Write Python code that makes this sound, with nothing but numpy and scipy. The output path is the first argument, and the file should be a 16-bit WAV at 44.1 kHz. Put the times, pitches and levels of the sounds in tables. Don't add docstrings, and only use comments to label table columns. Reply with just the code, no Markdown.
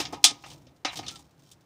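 import sys
import numpy as np
from scipy import signal
from scipy.fft import rfft, irfft, next_fast_len
from scipy.io import wavfile
from scipy.ndimage import uniform_filter1d

SR = 44100
rng = np.random.default_rng(int(sys.argv[2]) if len(sys.argv) > 2 else 0)


def log_audio(samples):
    frames = np.atleast_2d(samples).T
    limited = np.clip(frames, -1, 1)
    pcm = np.round(limited * 32767).astype(np.int16)
    wavfile.write(sys.argv[1], SR, pcm)


N = 72765

# start in seconds, ring length as a multiple of the usual, then relative
# levels in dB of thud, knock, rap, clack, tick and fine chips.
LUMP_FALLS = [(0, 1.14, -36.5, -36, -35, -29.5, -41, -44), (0.0522, 0.84, -68, -54, -46.5, -36.5, -62, -83),
              (0.1246, 0.97, -42.5, -43, -55, -50, -54, -58),
              (0.1317, 1.1, -41.5, -36.5, -49, -44, -72, -79),
              (0.2409, 0.99, -41, -31.5, -26, -10.5, -16.5, -28.5),
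              (0.3084, 1.0, -45.5, -56.5, -56, -41, -50, -71),
              (0.4375, 1.4, -66, -48.5, -48.5, -53, -81, -81), (0.46, 1.8, -57, -51.5, -66, -53, -59, -69),
              (0.501, 1.4, -60.5, -65, -63.5, -49.5, -59, -67),
              (0.513, 0.82, -74, -61.5, -60.5, -53, -75, -81),
              (0.667, 1.0, -57.5, -74.5, -70, -61, -85, -88),
              (0.8479, 0.98, -41, -33.5, -32, -29.5, -48.5, -60),
              (0.877, 1.9, -72, -45.5, -49, -53, -72, -82), (0.931, 0.33, -65, -49.5, -48.5, -52, -59, -73),
              (0.956, 1.1, -71, -54, -59, -41, -52, -58), (0.971, 0.95, -49.5, -60, -53, -38.5, -48, -50.5),
              (0.9889, 0.68, -45.5, -40, -50, -41, -68, -73), (1.029, 1.7, -58, -60, -52, -54, -67, -80),
              (1.0635, 0.7, -58, -57, -57, -44.5, -59, -76),
              (1.081, 0.7, -62.5, -58, -48, -34.5, -47.5, -66),
              (1.107, 0.81, -66, -63.5, -63, -49, -54, -65),
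              (1.156, 0.62, -72, -61.5, -61, -47, -56, -66.5),
              (1.191, 0.86, -70, -60.5, -76, -60, -60.5, -68),
              (1.5139, 0.66, -68, -78, -72.5, -55, -57, -61)]
# start in seconds, level in dB.
CRUMB_FALLS = [(0.229, -56.5), (.422, -60.5), (.528, -58), (.579, -67.5), (.619, -70), (0.762, -69.5),
               (1.308, -70), (1.393, -68), (1.435, -67.5), (1.529, -64.5), (1.608, -69)]
# time in seconds, level in dB.
TRICKLE_LEVEL = [(0, -49.5), (.09, -63), (.21, -71), (.33, -62), (.41, -67.5), (.48, -58), (.54, -58),
                 (.6, -73.5), (.86, -82), (.93, -50), (.99, -58), (1.03, -66), (1.12, -50.5), (1.22, -65),
                 (1.35, -80), (1.42, -70), (1.51, -63.5), (1.55, -79)]
RUMBLE_LEVEL = [(0, -49), (.17, -50), (.23, -64), (.32, -55), (.39, -63.5), (.53, -51), (.75, -62),
                (.85, -63.5), (.92, -56), (1.02, -47), (1.15, -53.5), (1.3, -63.5), (1.52, -60.5),
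                (1.65, -65)]
# frequency in Hz, relative level in dB.
THUD_COLOUR = [(60, -43.5), (130, -25), (220, -9), (290, 4), (380, -5), (520, -6.5), (750, -29),
               (2000, -70)]
KNOCK_COLOUR = [(100, -61), (350, -29), (560, -5), (790, 5.5), (1000, -3.5), (1250, -14), (2200, -46.5),
                (5000, -74)]
RAP_COLOUR = [(200, -65), (900, -25), (1120, -4), (1270, -4), (1500, -8.5), (1800, -5), (2400, -3.5),
              (2800, -0.5), (4200, -40.5), (9000, -71)]
CLACK_COLOUR = [(300, -71), (1600, -38.5), (2600, -14), (3050, -2), (3700, 0.5), (4350, -4.5), (4900, -1),
                (6200, -4), (7300, -20), (10000, -45.5), (15000, -66)]
TICK_COLOUR = [(800, -65), (3800, -26), (6000, -2.5), (7500, 3.5), (9000, -0.5), (10300, -9.5),
               (13000, -34.5)]
CHIP_COLOUR = [(2000, -61), (7000, -19.5), (10000, 2), (11500, 1), (13500, -6.5), (15200, -0.5)]
# frequency in Hz, relative level in dB.
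GRIT_COLOUR = [(800, -25), (2400, -7.5), (3300, 0.5), (6000, 1.5), (9000, -7), (12500, -18), (15200, -5.5)]
RUMBLE_COLOUR = [(20, -32.5), (42, -21.5), (65, -4), (100, -5), (135, 1.5), (165, -2), (215, -11.5),
                 (300, -5.5), (420, -17.5), (800, -18), (2000, -45)]
AIR_COLOUR = [(30, -13.5), (200, -0.5), (700, -0.5), (1700, -7), (5000, -18.5), (9000, -23.5),
              (13000, -28.5), (15200, -21.5)]
# frequency in Hz, relative level in dB.
HOLLOW_MODES = [(291, -4), (700, -6), (743, -1), (818, -1), (910, -6), (975, -2), (1080, -8), (1244, -5)]
MIDDLE_MODES = [(1244, 0), (1278, -5), (1690, -9), (1820, -6), (2132, -3), (2310, -3), (2430, -3)]
BRIGHT_MODES = [(3020, -9), (3155, -4), (3465, -2), (3549, -4), (3661, -3), (4050, -6), (4187, -5),
                (4774, 0), (4934, -5), (5350, -4), (5459, -3), (5906, -9), (6084, -5), (6687, -4),
                (7063, -9), (8275, -15)]
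# time in seconds, pitch in Hz, level in dB before the echo.
WHISTLE_CURVES = [
    [(0.87, 4284, -50.5), (.889, 3950, -37.5), (.902, 3340, -44.5), (.915, 2340, -49), (.925, 1930, -58)],
    [(1.008, 4480, -62), (1.028, 4580, -53), (1.06, 4240, -54.5), (1.07, 3660, -39.5), (1.084, 3150, -50)],
    [(1.11, 1354, -61), (1.145, 1355, -56.5), (1.175, 1290, -65)],
]

ATTACK_S, CRUSH_S = 0.00063, 0.005
CONTACT_DB, CONTACT_T60_S = -6, 0.02
DROP_AT_S, DROP_DB = 0.3165, 6.5
RATTLES_PER_S = 70
GRIT_PER_S, GRIT_SPREAD_DB, GRIT_T60_S = 450, 3.5, 0.027
WHISTLE_ECHO_DB, WHISTLE_ECHO_T60_S = 0.5, 0.075
AIR_DB = -68.5
PEAK_LIMIT, LOW_CUT_HZ, TOP_HZ = 0.97, 21, 15550


def lumps():
    out, t = np.zeros(N), np.arange(SR // 3) / SR
    for start, length, thud_db, knock_db, rap_db, clack_db, tick_db, chip_db in LUMP_FALLS:
        thud = impact(THUD_COLOUR, t60=0.056, tail_db=-15.5, tail_t60=0.48, rough_db=2)
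        knock = impact(KNOCK_COLOUR, t60=0.06, tail_db=-18.5, tail_t60=0.22, rough_db=-1.5)
        knock += amp(-3.5) * plate_ring(HOLLOW_MODES, t60=0.045, spread_db=3)
        knock += amp(-6) * plate_ring(HOLLOW_MODES, t60=0.41, spread_db=2.5, rattle=0.7)
        rap = impact(RAP_COLOUR, t60=0.12 * length, tail_db=-14, tail_t60=0.38, rough_db=3.5)
        rap += amp(-8) * plate_ring(MIDDLE_MODES, t60=0.25, spread_db=1.5)
        clack = impact(CLACK_COLOUR, t60=0.115 * length, tail_db=-24, tail_t60=0.39, rough_db=1.6)
        ring_db = -6 + 0.15 * (clack_db + 28)
        clack += amp(ring_db) * plate_ring(BRIGHT_MODES, t60=0.135 * length, spread_db=2.6)
        tick = impact(TICK_COLOUR, t60=0.11 * length, tail_db=-29, tail_t60=0.23, rough_db=3.1)
        chips = impact(CHIP_COLOUR, t60=0.09 * length, tail_db=-29.5, tail_t60=0.25, rough_db=0.46)
        low = amp(thud_db) * thud + amp(knock_db - 2.5) * knock
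        high = amp(rap_db) * rap + amp(clack_db - 2) * clack + amp(tick_db) * tick + amp(chip_db) * chips
        if start < DROP_AT_S:
            high *= amp(-DROP_DB * np.clip((start + t - DROP_AT_S) / 0.002, 0, 1))
        add(out, start, low + high)
    return out


def impact(colour, t60, tail_db, tail_t60, rough_db):
    t = np.arange(SR // 3) / SR
    settled = np.maximum(t - CRUSH_S, 0)
    fade = np.hypot(decay(settled, t60), amp(tail_db) * decay(settled, tail_t60))
    fade += amp(CONTACT_DB) * decay(t, CONTACT_T60_S)
    roughness = amp(rough_db * unit(uniform_filter1d(rng.standard_normal(len(t)), size=40)))
    contacts = rng.standard_normal(len(t)) * roughness
    return unit_onset(tint(contacts * attack(t) * fade, colour))


def plate_ring(modes, t60, spread_db, rattle=0.15):
    t = np.arange(SR // 3) / SR
    knots = np.arange(64) / RATTLES_PER_S
    ring = np.zeros(len(t))
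    for hz, db in modes:
        sway, drift = (np.interp(t, knots, rng.standard_normal(len(knots))) for _ in range(2))
        strength = amp(db + spread_db * rng.standard_normal()) * (1 + rattle * sway)
        ring += strength * np.sin(2 * np.pi * (hz * t + rng.random()) + rattle * drift)
    return unit_onset(ring * attack(t) * decay(t, t60))


def crumbs():
    out = np.zeros(N)
    for start, db in CRUMB_FALLS:
        tick = impact(GRIT_COLOUR, t60=0.062, tail_db=-19.5, tail_t60=0.15, rough_db=0.5)
        add(out, start, amp(db) * tick)
    return out


def trickle():
    out, t = np.zeros(N), np.arange(SR // 8) / SR
    grain_kinds = 4
    for _ in range(grain_kinds):
        lands = rng.random(N) < GRIT_PER_S / (grain_kinds * SR)
        grains = lands * amp(GRIT_SPREAD_DB * np.clip(rng.standard_normal(N), -2, 2))
        tick = rng.standard_normal(len(t)) * decay(t, GRIT_T60_S)
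        out += signal.fftconvolve(grains, tint(tick, GRIT_COLOUR))[:N]
    return unit(out) * level(TRICKLE_LEVEL)


def whistles():
    direct = np.zeros(N)
    for curve in WHISTLE_CURVES:
        times, hz, db = np.transpose(curve)
        t = np.arange(times[0], times[-1], 1 / SR)
        tone = np.sin(2 * np.pi * np.cumsum(np.interp(t, times, hz)) / SR)
        envelope = amp(np.interp(t, times, db)) * signal.windows.tukey(len(t), 0.1)
        add(direct, times[0], envelope * tone)
    walls = rng.standard_normal(SR // 8) * decay(np.arange(SR // 8) / SR, WHISTLE_ECHO_T60_S)
    echo = signal.fftconvolve(direct, walls / np.linalg.norm(walls))[:N]
    return direct + amp(WHISTLE_ECHO_DB) * echo


def room_tone():
    return noise(RUMBLE_COLOUR) * level(RUMBLE_LEVEL) + amp(AIR_DB) * noise(AIR_COLOUR)


def amp(db):
    return 10 ** (np.asarray(db) / 20)


def attack(t):
    return 1 - np.exp(-t / ATTACK_S)


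def decay(t, t60):
    return amp(-60 * t / t60)


def unit(x):
    return x / np.sqrt(np.mean(x ** 2) + 1e-20)


def unit_onset(x):
    return x / np.sqrt(np.mean(x[:SR // 50] ** 2))


def level(curve):
    times, db = np.transpose(curve)
    return amp(np.interp(np.arange(N) / SR, times, db))


def colour_gain(colour, size):
    hz, db = np.transpose(colour)
    bin_hz = np.fft.rfftfreq(size, 1 / SR)
    return amp(np.interp(np.log(bin_hz + 1), np.log(hz), db))


def noise(colour):
    gain = colour_gain(colour, N)
    return unit(irfft(gain * np.exp(2j * np.pi * rng.random(len(gain))), N))


def tint(x, colour):
    size = 2 * len(x)
    cepstrum = irfft(np.log(colour_gain(colour, size)), size)
    cepstrum[1:len(x)] *= 2
    response = np.exp(rfft(cepstrum[:len(x)], size))
    return irfft(rfft(x, size) * response, size)[:len(x)]


def add(track, start, sound):
    i = round(start * SR)
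    track[i:i + len(sound)] += sound[:N - i]


def scene():
    return (lumps() + crumbs() + trickle() + whistles() + room_tone())[None]


def record(dry):
    rounded = dry / (1 + np.abs(dry / PEAK_LIMIT) ** 10) ** (1 / 10)
    low_cut = signal.sosfilt(signal.butter(2, LOW_CUT_HZ, "highpass", fs=SR, output="sos"), rounded)
    size = next_fast_len(N + SR // 2)
    passband = np.clip((TOP_HZ - np.fft.rfftfreq(size, 1 / SR)) / 400 + 0.5, 0, 1)
    return irfft(rfft(low_cut, size) * passband, size)[:, :N]


dry = scene()
out = record(dry)
log_audio(out)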